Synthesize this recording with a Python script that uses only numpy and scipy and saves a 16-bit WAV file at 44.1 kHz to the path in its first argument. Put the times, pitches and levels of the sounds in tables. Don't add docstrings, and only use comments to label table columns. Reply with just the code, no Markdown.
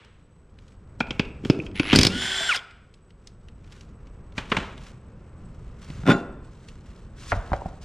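import sys
import numpy as np
from scipy import signal
from scipy.fft import rfft, irfft
from scipy.io import wavfile

SR = 44100
rng = np.random.default_rng(int(sys.argv[2]) if len(sys.argv) > 2 else 0)


def output_pcm(signal):
    pcm = np.clip(np.atleast_2d(signal).T, -1, 1) * 32767
    wavfile.write(sys.argv[1], SR, np.round(pcm).astype(np.int16))


def gain_from_db(level_db):
    decades = np.asarray(level_db, float) / 20
    return 10 ** decades


N = 345744

# (frequency [Hz], level [dB], t60 [s])
TYRE = [(101, -5, 0.038), (150, 0.5, 0.042), (194, -3.5, 0.06), (236, -4.5, 0.055), (297, -4.5, 0.046),
        (358, -9, 0.039), (391.5, -10.5, 0.045), (476, -16.5, 0.028), (250, 7.5, 0.016)]
# (frequency [Hz], density [dB/Hz])
SET_DOWN_COLOUR = [(240, -19), (400, -3.5), (888, -11.5), (1190, 2), (1590, -7), (2720, -5), (5250, -23),
                   (6710, -24.5), (15600, -74)]


def in_time(rows, outside=None):
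    s, *columns = np.transpose(rows)
    return [np.interp(np.arange(N) / SR, s, c, outside, outside) for c in columns]


def held(start_s, stop_s, rise_s, fall_s):
    t = np.arange(N) / SR
    return -40 * (np.maximum(start_s - t, 0) / rise_s + np.maximum(t - stop_s, 0) / fall_s)


def rub_gain(rows, rise_s, fall_s):
    t = np.arange(N) / SR
    gain = 0
    for s, length_s, db, swell_db in rows:
        stroke_db = db + swell_db * np.clip((t - s) / length_s, 0, 1)
        gain = gain + gain_from_db(stroke_db + held(s, s + length_s, rise_s, fall_s))
    return gain


def wash_gain(rows):
    t = np.arange(N) / SR
    return sum(gain_from_db(db - 60 * np.abs(t - s) / np.where(t > s, t60_s, .03)) for s, db, t60_s in rows)


def rms_one(x):
    return x / np.sqrt(np.mean(x ** 2) + 1e-20)


def drift(rate_hz):
    r = np.exp(-80 * np.pi * rate_hz / SR)
    slow = signal.lfilter([1], [1, -2 * r, r * r], rng.standard_normal(N // 40 + 2002))[2000:]
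    return np.interp(np.arange(N) / 40, np.arange(len(slow)), rms_one(slow))


def filtered(x, order, hz, kind="low"):
    return signal.sosfilt(signal.butter(order, hz, kind, fs=SR, output="sos"), x)


def colour(x, spectrum):
    hz, db = np.transpose(spectrum)
    edges_hz = np.geomspace(hz[0], hz[-1], int(2 * np.log2(hz[-1] / hz[0])) + 2)
    gains = gain_from_db(np.interp(np.log(edges_hz[1:] * edges_hz[:-1]) / 2, np.log(hz), db))
    total = 0
    for k, gain in enumerate(gains):
        total = total + (-1) ** k * gain * filtered(x + 1e-18, 2, edges_hz[k:k + 2], "band")
    return total / np.sqrt(np.sum(gains ** 2 * np.diff(edges_hz)) / (SR / 2))


def ring(x, hz, t60_s):
    r = gain_from_db(-60 / (t60_s * SR))
    w = 2 * np.pi * hz / SR
    busy = np.flatnonzero(x)
    span = slice(busy[0], busy[-1] + int(2 * t60_s * SR))
    ringing = np.zeros(len(x))
    ringing[span] = signal.lfilter([0, np.sin(w)], [1, -2 * r * np.cos(w), r * r], x[span] + 1e-18)
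    return ringing


def struck(modes, at, peak_db, spread_db):
    total = np.zeros(N)
    for hz, db, t60_s in modes:
        luck = rng.standard_normal((len(at), 2))
        clicks = np.zeros(N)
        clicks[at] = gain_from_db(peak_db + db + spread_db * luck[:, 0]) * np.sign(luck[:, 1] + .6)
        total += ring(clicks, hz, t60_s)
    return total


def rim_crowd(contact):
    # (low edge [Hz], high edge [Hz], level [dB], t60 [s])
    rim_bands = [(2250, 2700, 0, .45), (3100, 3400, -9, .2), (4500, 4750, -16, .15), (5100, 5350, -15, .12),
                 (1300, 1550, -10, .25)]
    t = np.arange(SR // 2) / SR
    response = 0
    for low_hz, high_hz, db, t60_s in rim_bands:
        grain = filtered(rng.standard_normal(len(t)), 2, [low_hz, high_hz], "band")
        response = response + gain_from_db(db - 60 * t / t60_s) * rms_one(grain)
    return signal.fftconvolve(contact, response)[:N]


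def blows(events, spectrum, crack_db, body, thud_db, steel=(), ring_db=0, rim_db=-120):
    s, peak_db, low_db, bright_db, contact_ms = np.transpose(events)
    at = (s * SR).astype(int)
    tilts_db = np.clip(0.57 * (bright_db - np.mean(bright_db)), -6, 6)
    t = np.arange(2000) / SR
    contact = np.zeros(N + 2000)
    for i, db, tilt_db, ms in zip(at, peak_db, tilts_db, contact_ms):
        grit = rng.standard_normal(2000)
        dull = filtered(grit, 2, 3800)
        age = 1000 * t / max(ms, .5)
        shape = age ** 1.1 * np.exp(-1.3 * age)
        shape += 0.039 * np.minimum(age, 1) * np.exp(-t / 0.022)
        contact[i:i + 2000] += gain_from_db(db) * shape * (dull * gain_from_db(-tilt_db / 2) + (grit - dull) * gain_from_db(tilt_db))
    contact = contact[:N]

    crack = np.zeros(N)
    span = slice(at.min(), at.max() + 6000)
    crack[span] = gain_from_db(crack_db) * colour(contact[span], spectrum)
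    thud = struck(body, at + int(.0015 * SR), peak_db + low_db + thud_db, spread_db=4.0)
    soft_thud = filtered(thud, 2, [0.97 * body[0][0], 700], "band")
    steel_db = peak_db + ring_db + 0.8 * (bright_db - np.max(bright_db))
    total = crack + soft_thud + struck(steel, at + int(0.00087 * SR), steel_db, spread_db=3.0)
    if rim_db > -100:
        total = total + gain_from_db(rim_db) * rim_crowd(contact)
    return total


def pings(rows):
    touch = np.hanning(90)
    t = np.arange(90) / SR
    total = 0
    for s, hz, db, t60_s in rows:
        i = int(s * SR)
        push = np.zeros(N)
        push[i:i + 90] = gain_from_db(db) * touch * np.sin(2 * np.pi * hz * t) / 22
        total = total + ring(push, hz, t60_s)
    return total


def background():
    # (time [s], level [dB])
    air_levels = [(0, -56.5), (.65, -52), (1.1, -44.5), (1.9, -42.5), (1.96, -22), (2.05, -34),
                  (2.12, -37.5), (2.3, -48.5), (2.58, -58), (3.15, -52.5), (3.95, -47), (4.55, -43.5),
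                  (5.0, -46), (6.0, -43), (6.6, -47.5), (7.5, -43.5), (7.84, -44.5)]
    # (frequency [Hz], density [dB/Hz])
    rumble_colour = [(8.2, -32.5), (14, -7), (49, -2.5), (85, -5), (199, -12.5), (232, -15.5), (300, -38),
                     (390, -43), (660, -120)]
    hall_colour = [(140, -35.5), (240, -0.5), (308, -4), (419, -1), (650, -13), (1370, -14), (2010, -28),
                   (2600, -25.5), (3380, -52), (5720, -120)]
    rustle_colour = [(400, -19.5), (1300, 4), (1990, -3.5), (2550, 0), (3660, -4.5), (5580, -7.5),
                     (7260, -8.5), (12500, -32), (15600, -45.5)]
    # (start [s], length [s], level [dB], swell [dB])
    glove_strokes = [(0.592, 0.14, -73, 1), (1.08, 0.2, -63, -3), (1.452, 0.18, -51, -9),
                     (3.259, 0.054, -70.5, -10), (3.643, 0.12, -67.5, -1.5), (3.726, 0.12, -59, -8.5),
                     (4.377, 0.083, -47, -13), (4.506, 0.21, -48.5, -13), (4.78, 0.11, -61.5, 7),
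                     (5.378, 0.57, -83.5, 11.5), (5.82, 0.37, -57, 1), (6.122, 0.082, -49, -17),
                     (6.441, 0.2, -71, 3.5), (6.96, 0.067, -67, 0), (6.678, 0.083, -59, -6),
                     (6.865, 0.047, -63.5, 1), (7.18, 0.13, -56, 7), (7.36, 0.39, -57.5, -6.5),
                     (7.824, .05, -57.5, 1)]
    # (time [s], level [dB], t60 [s])
    wall_washes = [
        (2.57, -53.5, 0.53),
        (4.385, -43, 0.5),
        (4.525, -41, 0.4),
        (4.575, -40, 0.6),
        (7.33, -52, 0.57),
        (7.54, -56, 0.31),
    ]
    rumble_db, = in_time(air_levels)
    t = np.arange(N) / SR
    rumble = gain_from_db(rumble_db + 1.2 * drift(4)) * colour(rng.standard_normal(N), rumble_colour)
    hall_db = -57.5 + 0.93 * (rumble_db + 46.0)
    hall = gain_from_db(hall_db) * colour(rng.standard_normal(N), hall_colour)

    grains = rng.standard_normal(N) * gain_from_db(2.5 * drift(90))
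    rustle_gain = gain_from_db(-74 + 0.44 * (rumble_db + 51)) + rub_gain(glove_strokes, 0.044, 0.132)
    rustle = rustle_gain * rms_one(colour(grains, rustle_colour))

    last_run = gain_from_db(-56.5 - 60 * t / 0.83)
    echo = (last_run + wash_gain(wall_washes)) * colour(rng.standard_normal(N), SET_DOWN_COLOUR)
    tone = gain_from_db(-78 + 4 * drift(30)) * np.sin(2 * np.pi * 7970 * t)
    return rumble + hall + rustle + echo + tone


def afterglow():
    # (start [s], length [s], level [dB], swell [dB])
    scuff_strokes = [(0.991, 0.019, -69, 20), (1.647, 0.018, -62, 1), (7.193, .08, -59.5, 2),
                     (7.28, 0.026, -52.5, 5.5), (7.348, 0.017, -55, -3), (7.815, .03, -61.5, 0)]
    # (frequency [Hz], density [dB/Hz])
    scuff_colour = [(1500, -13), (2500, -0.5), (4200, 2), (5600, 5), (8000, -6), (10500, -15), (15000, -40)]
    # (time [s], level [dB], t60 [s])
    floor_washes = [
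        (6.13, -45, 0.91),
        (7.335, -43, 1),
        (7.54, -57, 0.37),
        (7.66, -66, .3),
    ]
    # (frequency [Hz], density [dB/Hz])
    floor_colour = [(300, -9), (600, 3), (1000, 5), (1400, 6), (2100, -15), (3200, -46), (6000, -45)]
    slide = rub_gain(scuff_strokes, 0.01, 0.04) * colour(rng.standard_normal(N), scuff_colour)
    return slide + wash_gain(floor_washes) * colour(rng.standard_normal(N), floor_colour)


def ticks():
    # (time [s], peak [dB], brightness [dB])
    tick_events = [(0.046, -44.5, -10.5), (0.586, -41.5, -25), (0.679, -53, 1), (0.719, -47, -21),
                   (2.708, -40.5, -17), (2.939, -49, 1), (3.104, -43.5, -30), (3.271, -37.5, 11),
                   (3.483, -37.5, -29), (3.643, -45.5, -21.5), (3.721, -39, -10), (3.808, -43, 5),
                   (4.069, -43.5, -17.5), (4.321, -43.5, -22), (4.777, -33, -23), (4.835, -45.5, 0),
                   (4.866, -44.5, 0), (5.836, -41, -39), (5.9, -33.5, -24), (6.444, -61, 0),
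                   (6.603, -63, 5), (6.685, -41.5, 3), (6.808, -60, 0), (6.863, -57, -12), (7.562, -47, 0),
                   (6.961, -55, 7), (7.828, -47.5, -5)]
    # (frequency [Hz], density [dB/Hz])
    tick_colour = [(710, -16), (1200, -23), (1890, -1.5), (3990, -0.5), (5490, -8), (7630, -2.5),
                   (14000, -65)]
    contact_ms = 2.2
    rows = [(s, db, 0, bright_db, contact_ms) for s, db, bright_db in tick_events]
    return blows(rows, tick_colour, crack_db=-2.5, body=TYRE, thud_db=-50.0)


def set_down():
    # (time [s], peak [dB], thud re peak [dB], brightness [dB], contact [ms])
    landings = [(4.378, -24, -4.5, -19, 4.6), (4.516, -18, -2, -32, 4.6), (4.566, -16, -10.5, -23, 3.3),
                (4.601, -35, -10, -19.5, 2.2), (4.545, -34, 0, -24, 3.7), (4.583, -34.5, 10, -18, 2.6),
                (4.628, -40, 4, -19, 2.7)]
    return blows(landings, SET_DOWN_COLOUR, crack_db=7.0, body=TYRE, thud_db=-1.0)


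def hub():
    # (time [s], peak [dB], thud re peak [dB])
    slips = [(5.9, -44.5, 8), (5.992, -61, 11), (6.033, -38, 6.5), (6.054, -27.5, 2), (6.064, -17, 6.5),
             (6.074, -13, -2), (6.083, -12.5, 2), (6.091, -10.5, 2.5), (6.098, -8, -2.5), (6.103, -9.5, 1),
             (6.11, -11, -12.5), (6.116, -9, -3), (6.122, -16.5, -9), (6.13, -23, 3), (6.137, -34, -1),
             (6.146, -28, 13.5), (6.158, -36, 14)]
    # (frequency [Hz], density [dB/Hz])
    hub_colour = [(240, -33), (400, -11), (569, 15.5), (1080, 4.5), (1210, -11.5), (1380, 4), (2370, 3),
                  (3580, -16), (4050, -12.5), (11300, -32), (15600, -78.5)]
    # (frequency [Hz], level [dB], t60 [s])
    loose_rim_modes = [(691, -6, .3), (810, -7, 0.33), (1050, -7, 0.11), (1378, -4.5, 0.46),
                       (1430, -29, 0.31), (1413, 7, 0.11), (1886, -12, 0.16), (2650, -25, .4),
                       (2740, -22, .3), (3460, -3, 0.055), (3590, -3.5, .04), (4021, -29, 0.15),
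                       (4597, -17, 0.12), (5502, -16, 0.091)]
    contact_ms = 2.34
    rows = [(s, db, low_db, 0.24 * db, contact_ms) for s, db, low_db in slips]
    return blows(rows, hub_colour, crack_db=0.0, body=TYRE[1:], thud_db=-5.5,
                 steel=loose_rim_modes, ring_db=-19.5)


def bounce():
    # (time [s], peak [dB], thud re peak [dB], brightness [dB], contact [ms])
    bounces = [(7.3185, 2.5, -11, -18, 0.6), (7.322, -3.5, -13, -21, 0.98), (7.328, -5.5, -17, -22, 1),
               (7.359, -27.5, 16, -28, 1.2), (7.517, -14, 3.5, -52, 0.81), (7.531, -5, -7.5, -27, 0.96),
               (7.535, -10.5, -16, -31, 1.5), (7.616, -27, -14, -74.5, 1.1), (7.657, -25.5, 6.5, -55, 1.4),
               (7.686, -33.5, 10, -44, 1.04)]
    # (frequency [Hz], density [dB/Hz])
    bounce_colour = [(150, -46), (250, 0), (544, -7.5), (647, 4.5), (1230, -8), (1700, -12), (2820, -30),
                     (7680, -56), (15600, -78)]
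    # (frequency [Hz], level [dB], t60 [s])
    floor_tyre_modes = [(37.6, -3, 0.21), (56, -6.5, 0.19), (81.3, -4, 0.17), (103, -6, 0.14),
                        (168, -5, 0.055)]
    return blows(bounces, bounce_colour, crack_db=-2.0, body=floor_tyre_modes, thud_db=-9.5)


def wheel_pings():
    # (time [s], frequency [Hz], peak [dB], t60 [s])
    wheel_knocks = [(5.899, 150, -31.5, 0.11), (5.992, 119, -24.5, 0.045), (6.034, 150, -28.5, 0.098),
                    (6.066, 197, -30, .06), (6.084, 1060, -15.5, 0.071), (6.09, 3560, -22.5, .04),
                    (6.104, 1462, -14, 0.07), (6.108, 3590, -33, .04), (6.12, 1378, -30, 0.48),
                    (6.126, 3590, -28, .03), (6.127, 4021, -48, 0.225), (6.128, 5502, -49, .11),
                    (6.129, 7000, -46, 0.14), (6.13, 2649, -50, 0.5), (6.133, 4600, -53, .2),
                    (6.135, 3451, -45, .1), (7.321, 700, -17, 0.046), (7.322, 1400, -12, 0.0075),
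                    (7.617, 944, -28.5, .027), (7.657, 730, -28, 0.034)]
    return pings(wheel_knocks)


def tool_pings():
    # (time [s], frequency [Hz], peak [dB], t60 [s])
    tool_knocks = [(1.006, 1430, -16.5, 0.024), (1.008, 2400, -19, 0.029), (1.499, 369, -15, 0.039),
                   (1.4995, 1390, -19, 0.018), (1.5, 5140, -17.5, 0.022), (1.5005, 520, -18.5, 0.026),
                   (1.501, 4624, -52.5, 0.33), (1.799, 300, -11.5, 0.048), (1.6, 2500, -19.5, 0.01496),
                   (1.95, 1500, -14, 0.021), (1.969, 240, -14.5, .02), (1.981, 280, -10, 0.013),
                   (1.99, 45, -14, .2), (2.007, 240, -11, .02), (2.085, 189, -30, 0.39),
                   (2.15, 250, -33.5, 0.24), (2.405, 660, -29.5, 0.11), (2.566, 1450, -50, 0.18),
                   (2.574, 3300, -18, 0.011), (2.591, 3200, -25, 0.014), (4.379, 1340, -28, .02)]
    return pings(tool_knocks)


def socket():
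    # (time [s], peak [dB], thud re peak [dB], brightness [dB], contact [ms])
    socket_knocks = [(1.003, -3.5, -12.5, -25.5, 2.9), (1.068, -27.5, -4, -20.5, 3),
                     (1.106, -13.5, -12, -12, 2.7), (1.194, -4, -6, -17.5, 2.7),
                     (1.25, -27, -6.5, -20.5, 3.5), (1.437, -34.5, 8.5, -23, 4.3),
                     (1.449, -15.5, -9, -20, 2.7), (1.454, -30.5, 11.5, -24, 3),
                     (1.498, -7, 0.5, -12.5, 2.7), (1.542, -25, -14.5, -31, 3.2),
                     (1.589, -29, 6.5, -19.5, 2), (1.635, -33.5, -0.5, -30.5, 3),
                     (1.713, -36, -9.5, -15.5, 1.5), (1.664, -26, -21.5, -12.5, 1.5),
                     (1.754, -32, -7, -16.5, 1.7), (1.796, -4, -14.5, -15, 2.2),
                     (1.803, -24, -10, -20.5, 4), (1.8305, -12, -26, -21, 1.1),
                     (1.852, -22.5, -16, -30.5, 3.2), (1.924, -8, -13.5, -21, 1.5),
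                     (1.929, 4, -8.5, -20.5, 3.5)]
    # (frequency [Hz], density [dB/Hz])
    socket_colour = [(240, -29), (400, -8), (596, -11.5), (1130, -15), (1410, -13), (2000, -19.5),
                     (2260, -11), (3220, -12), (3990, -28), (5250, -25), (15600, -76.5)]
    # (frequency [Hz], level [dB], t60 [s])
    socket_modes = [(1440, -8.5, .02), (2270, -2, .03), (2610, -1, .03), (3180, 0.5, .025),
                    (4790, -11.5, .025), (5200, -10, .02)]
    return blows(socket_knocks, socket_colour, crack_db=-9.0, body=TYRE, thud_db=-5.5,
                 steel=socket_modes, ring_db=-12.5, rim_db=-50.0)


def motor():
    # (time [s], frequency [Hz])
    speed_curve = [(2.08, 1291), (2.12, 1414), (2.22, 1521), (2.38, 1544), (2.486, 1582), (2.493, 1506),
                   (2.508, 1374), (2.529, 1090), (2.556, 638)]
    # (time [s], pole [dB], double [dB], fourfold [dB])
    brake_levels = [(2.488, -34, -40.5, -61), (2.493, -18.5, -22.5, -55), (2.504, -21, -29, -50),
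                    (2.511, -27, -25.5, -44), (2.518, -31, -21, -42), (2.527, -31, -22, -48),
                    (2.534, -36, -31, -48), (2.548, -40.5, -37, -26), (2.554, -38, -31, -26),
                    (2.562, -72, -60, -60)]
    # (time [s], level [dB])
    load_levels = [
        (1.745, -61.5),
        (1.756, -38.5),
        (1.79, -38.5),
        (1.825, -47.5),
        (1.85, -38),
        (1.89, -29.5),
        (1.925, -25.5),
        (1.96, -32.5),
        (2.07, -35),
        (2.1, -63),
    ]
    # (frequency [Hz], density [dB/Hz])
    loaded_colour = [(290, -42.5), (500, -21), (1220, -16), (2690, -1.5), (5000, -24), (6400, -34),
                     (7600, -27.5), (9000, -36.5), (11200, -54.5), (15600, -90.5)]
    free_colour = [(180, -36), (300, -17), (384, -15), (454, -31.5), (674, 5), (986, -13.5), (1570, 6),
                   (2530, -3.5), (3410, -1), (4370, -5), (6600, -8.5), (7540, -20.5), (15600, -52.5)]
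    # (frequency [Hz], width [Hz], level [dB])
    housing_modes = [(3520, 91, -4.5), (1340, 30, -22), (4910, 330, -13.5), (8520, 300, -18)]
    # (multiple of pole pitch, level [dB])
    chatter_orders = [(1.088, -23.5), (2.19, -1)]
    free_s, brake_s, stop_s = 2.099, 2.49, 2.562
    mesh_order, shaft_order = 4.74, .25
    t = np.arange(N) / SR
    hz, = in_time(speed_curve)
    turn = 2 * np.pi * np.cumsum(hz * (1 + .002 * drift(60))) / SR

    braking = t > brake_levels[0][0]
    brake_pole_db, brake_double_db, fourfold_db = in_time(brake_levels, -120)
    pole_db = np.where(braking, brake_pole_db, -38.5 + held(free_s + 0.053, stop_s, .4, .1))
    double_db = np.where(braking, brake_double_db, -43 + 18.5 * (t - free_s))
    mesh_db = -42.5 + held(free_s + 0.096, brake_s + 0.0082, 0.064, 0.12)
    shaft_db = -49 + held(free_s + 0.15, brake_s, .5, 0.062)
    orders = [(1, pole_db), (2, double_db), (4, fourfold_db), (mesh_order, mesh_db), (shaft_order, shaft_db)]
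    whine = 0
    for k, db in orders:
        waver_db = np.where(braking, .7, 2.2) * drift(38)
        rough = 1 + .1 * braking * drift(150)
        whine = whine + gain_from_db(db + 3 + waver_db) * rough * np.sin(k * turn)
    whine = whine * gain_from_db(held(free_s, stop_s, 0.011, 0.012))

    teeth = rng.standard_normal(N) * gain_from_db(2.5 * np.sin(shaft_order * turn) + 1.2 * drift(70))
    cogs_per_s = 103
    cog_db = 5.5 * np.cos(2 * np.pi * cogs_per_s * (t - 1.853) + .4 * drift(11))
    loaded = gain_from_db(in_time(load_levels, -120)[0] + cog_db) * rms_one(colour(teeth, loaded_colour))

    boxed = sum(gain_from_db(db) * rms_one(ring(teeth, f, 2.2 / width_hz)) for f, width_hz, db in housing_modes)
    boxed += sum(gain_from_db(db + 3.0) * drift(150) * np.sin(k * turn) for k, db in chatter_orders)
    run_up_db = -10.5 * np.clip(1 - (t - free_s) / 0.14, 0, 1)
    free_db = -28 + run_up_db + held(free_s, stop_s, .01, 0.054)
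    free = gain_from_db(free_db) * rms_one(colour(teeth, free_colour) + boxed)

    whistle_db = -54.5 + held(1.76, 2.3, .03, .04) - 8.0 * (t > load_levels[6][0])
    whistle = gain_from_db(whistle_db) * gain_from_db(2.5 * drift(60)) * (.8 + .45 * drift(400)) * np.sin(2 * np.pi * 10020 * t)
    whistle *= 1 + .15 * np.sin(2 * np.pi * 4100 * t)
    return whine + loaded + free + whistle


def hammer():
    # (time [s], peak [dB], thud re peak [dB])
    hammer_strikes = [
        (1.958, 0, -10.5),
        (1.987, 0, -10),
        (2.0105, -4.5, -14),
        (2.031, -2.5, -14),
        (2.049, -4, -14),
        (2.067, -3.5, -12.5),
    ]
    # (time [s], peak [dB], thud re peak [dB], brightness [dB], contact [ms])
    loose_play = [(2.246, -33, 1, -14.5, 4.2), (1.938, -9, -2.5, -22, 3), (1.949, -6.5, -15, -23, 4.3),
                  (2.41, -44, 4, -21, 6), (1.967, -12.5, -3.5, -12.5, 3.8), (2, -30, 3.5, -13, 7.1),
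                  (2.489, -29.5, -35, -20, 1.6), (2.559, -17.5, -24, -12, 3), (2.564, -17, -38, -14, 0.68),
                  (2.576, -33, -22, -20, 1.04), (2.593, -38, -38, -20, 2.2)]
    # (frequency [Hz], density [dB/Hz])
    hammer_colour = [(290, -30.5), (500, 0), (915, -6.5), (1390, -4.5), (1700, -3.5), (2330, 5.5),
                     (2770, -12), (3250, -2), (3750, -1.5), (5150, -2), (5530, -6), (8900, -14.5),
                     (15600, -48)]
    # (frequency [Hz], level [dB], t60 [s])
    anvil_modes = [(2370, -3.5, .02), (3370, -4, 0.031), (4250, -3, .02), (4620, -0.5, .03),
                   (4950, -1, .04), (5130, -3.5, .05), (5230, -5, .035), (5860, -8.5, .02),
                   (8900, -10, .025)]
    strike_ms, cam_ms, cam_lead_s = 1.9, 6, 0.0084
    strikes = [(s, db, low_db, -8, strike_ms) for s, db, low_db in hammer_strikes]
    cams = [(s - cam_lead_s, db - 13, low_db + 5.5, -18, cam_ms) for s, db, low_db in hammer_strikes]
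    return blows(strikes + cams + list(loose_play), hammer_colour, crack_db=-6.0, body=TYRE, thud_db=-3.0,
                 steel=anvil_modes, ring_db=-13.5, rim_db=-63.5)


def garage(x):
    t60_s, wall_cut_hz = 0.77, 520
    t = np.arange(SR) / SR
    white = rng.standard_normal(SR)
    dull = filtered(white, 1, wall_cut_hz) * gain_from_db(-60 * t / t60_s)
    bright = 0.25 * white * gain_from_db(-130 * t / t60_s)
    tail = (dull + bright) * (1 - np.exp(-t / .006))
    return signal.fftconvolve(x, tail / np.sqrt(np.sum(tail ** 2)))[:N]


def ports(mid):
    # (frequency [Hz], level re sum [dB])
    side_colour = [(60, -22), (110, -29), (200, -25.5), (380, -17.5), (700, -11.5), (1290, -10),
                   (2380, -8.5), (4400, -5), (8120, 0), (15000, -0.5)]
    # (time [s], level [dB])
    width_levels = [(0, -50.5), (1.93, -25.5), (2.08, -12.5), (2.1, -19.5), (4.3, -23), (4.9, -6.5),
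                    (7.84, -1)]
    hz = np.fft.rfftfreq(N, 1 / SR) + 1
    side_hz, side_db = np.transpose(side_colour)
    apart = gain_from_db(np.interp(np.log(hz), np.log(side_hz), side_db))
    middle = rfft(mid)
    scattered = middle * np.exp(1j * (np.pi / 2 + .9 * np.sin(hz / 23)))
    high = 1 / (1 + (11630 / hz) ** 40)
    wide = gain_from_db(in_time(width_levels)[0]) * irfft(scattered * apart * (1 - high), N)
    treble = irfft((scattered - .3 * middle) * high, N)
    return np.array([mid + wide + treble, mid - wide - treble])


def scene():
    behind = background() + afterglow()
    aside = set_down()
    wheel = hub() + wheel_pings() + bounce()
    tool = ticks() + tool_pings() + socket() + motor() + hammer()
    sent = tool + gain_from_db(2.0) * aside + gain_from_db(-1.5) * wheel
    echo = filtered(garage(sent), 2, 330, "high")
    return ports(tool + aside + wheel + gain_from_db(-18) * echo + behind)


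def low_pass(x):
    return signal.sosfilt(signal.butter(12, 16030, fs=SR, output="sos"), x)


def record(dry):
    rounded = .92 * np.tanh(dry / .92)
    cut = signal.sosfilt(signal.cheby2(12, 70, 16300, fs=SR, output="sos"), rounded)
    return low_pass(cut)


dry = scene()
out = record(dry)
output_pcm(out)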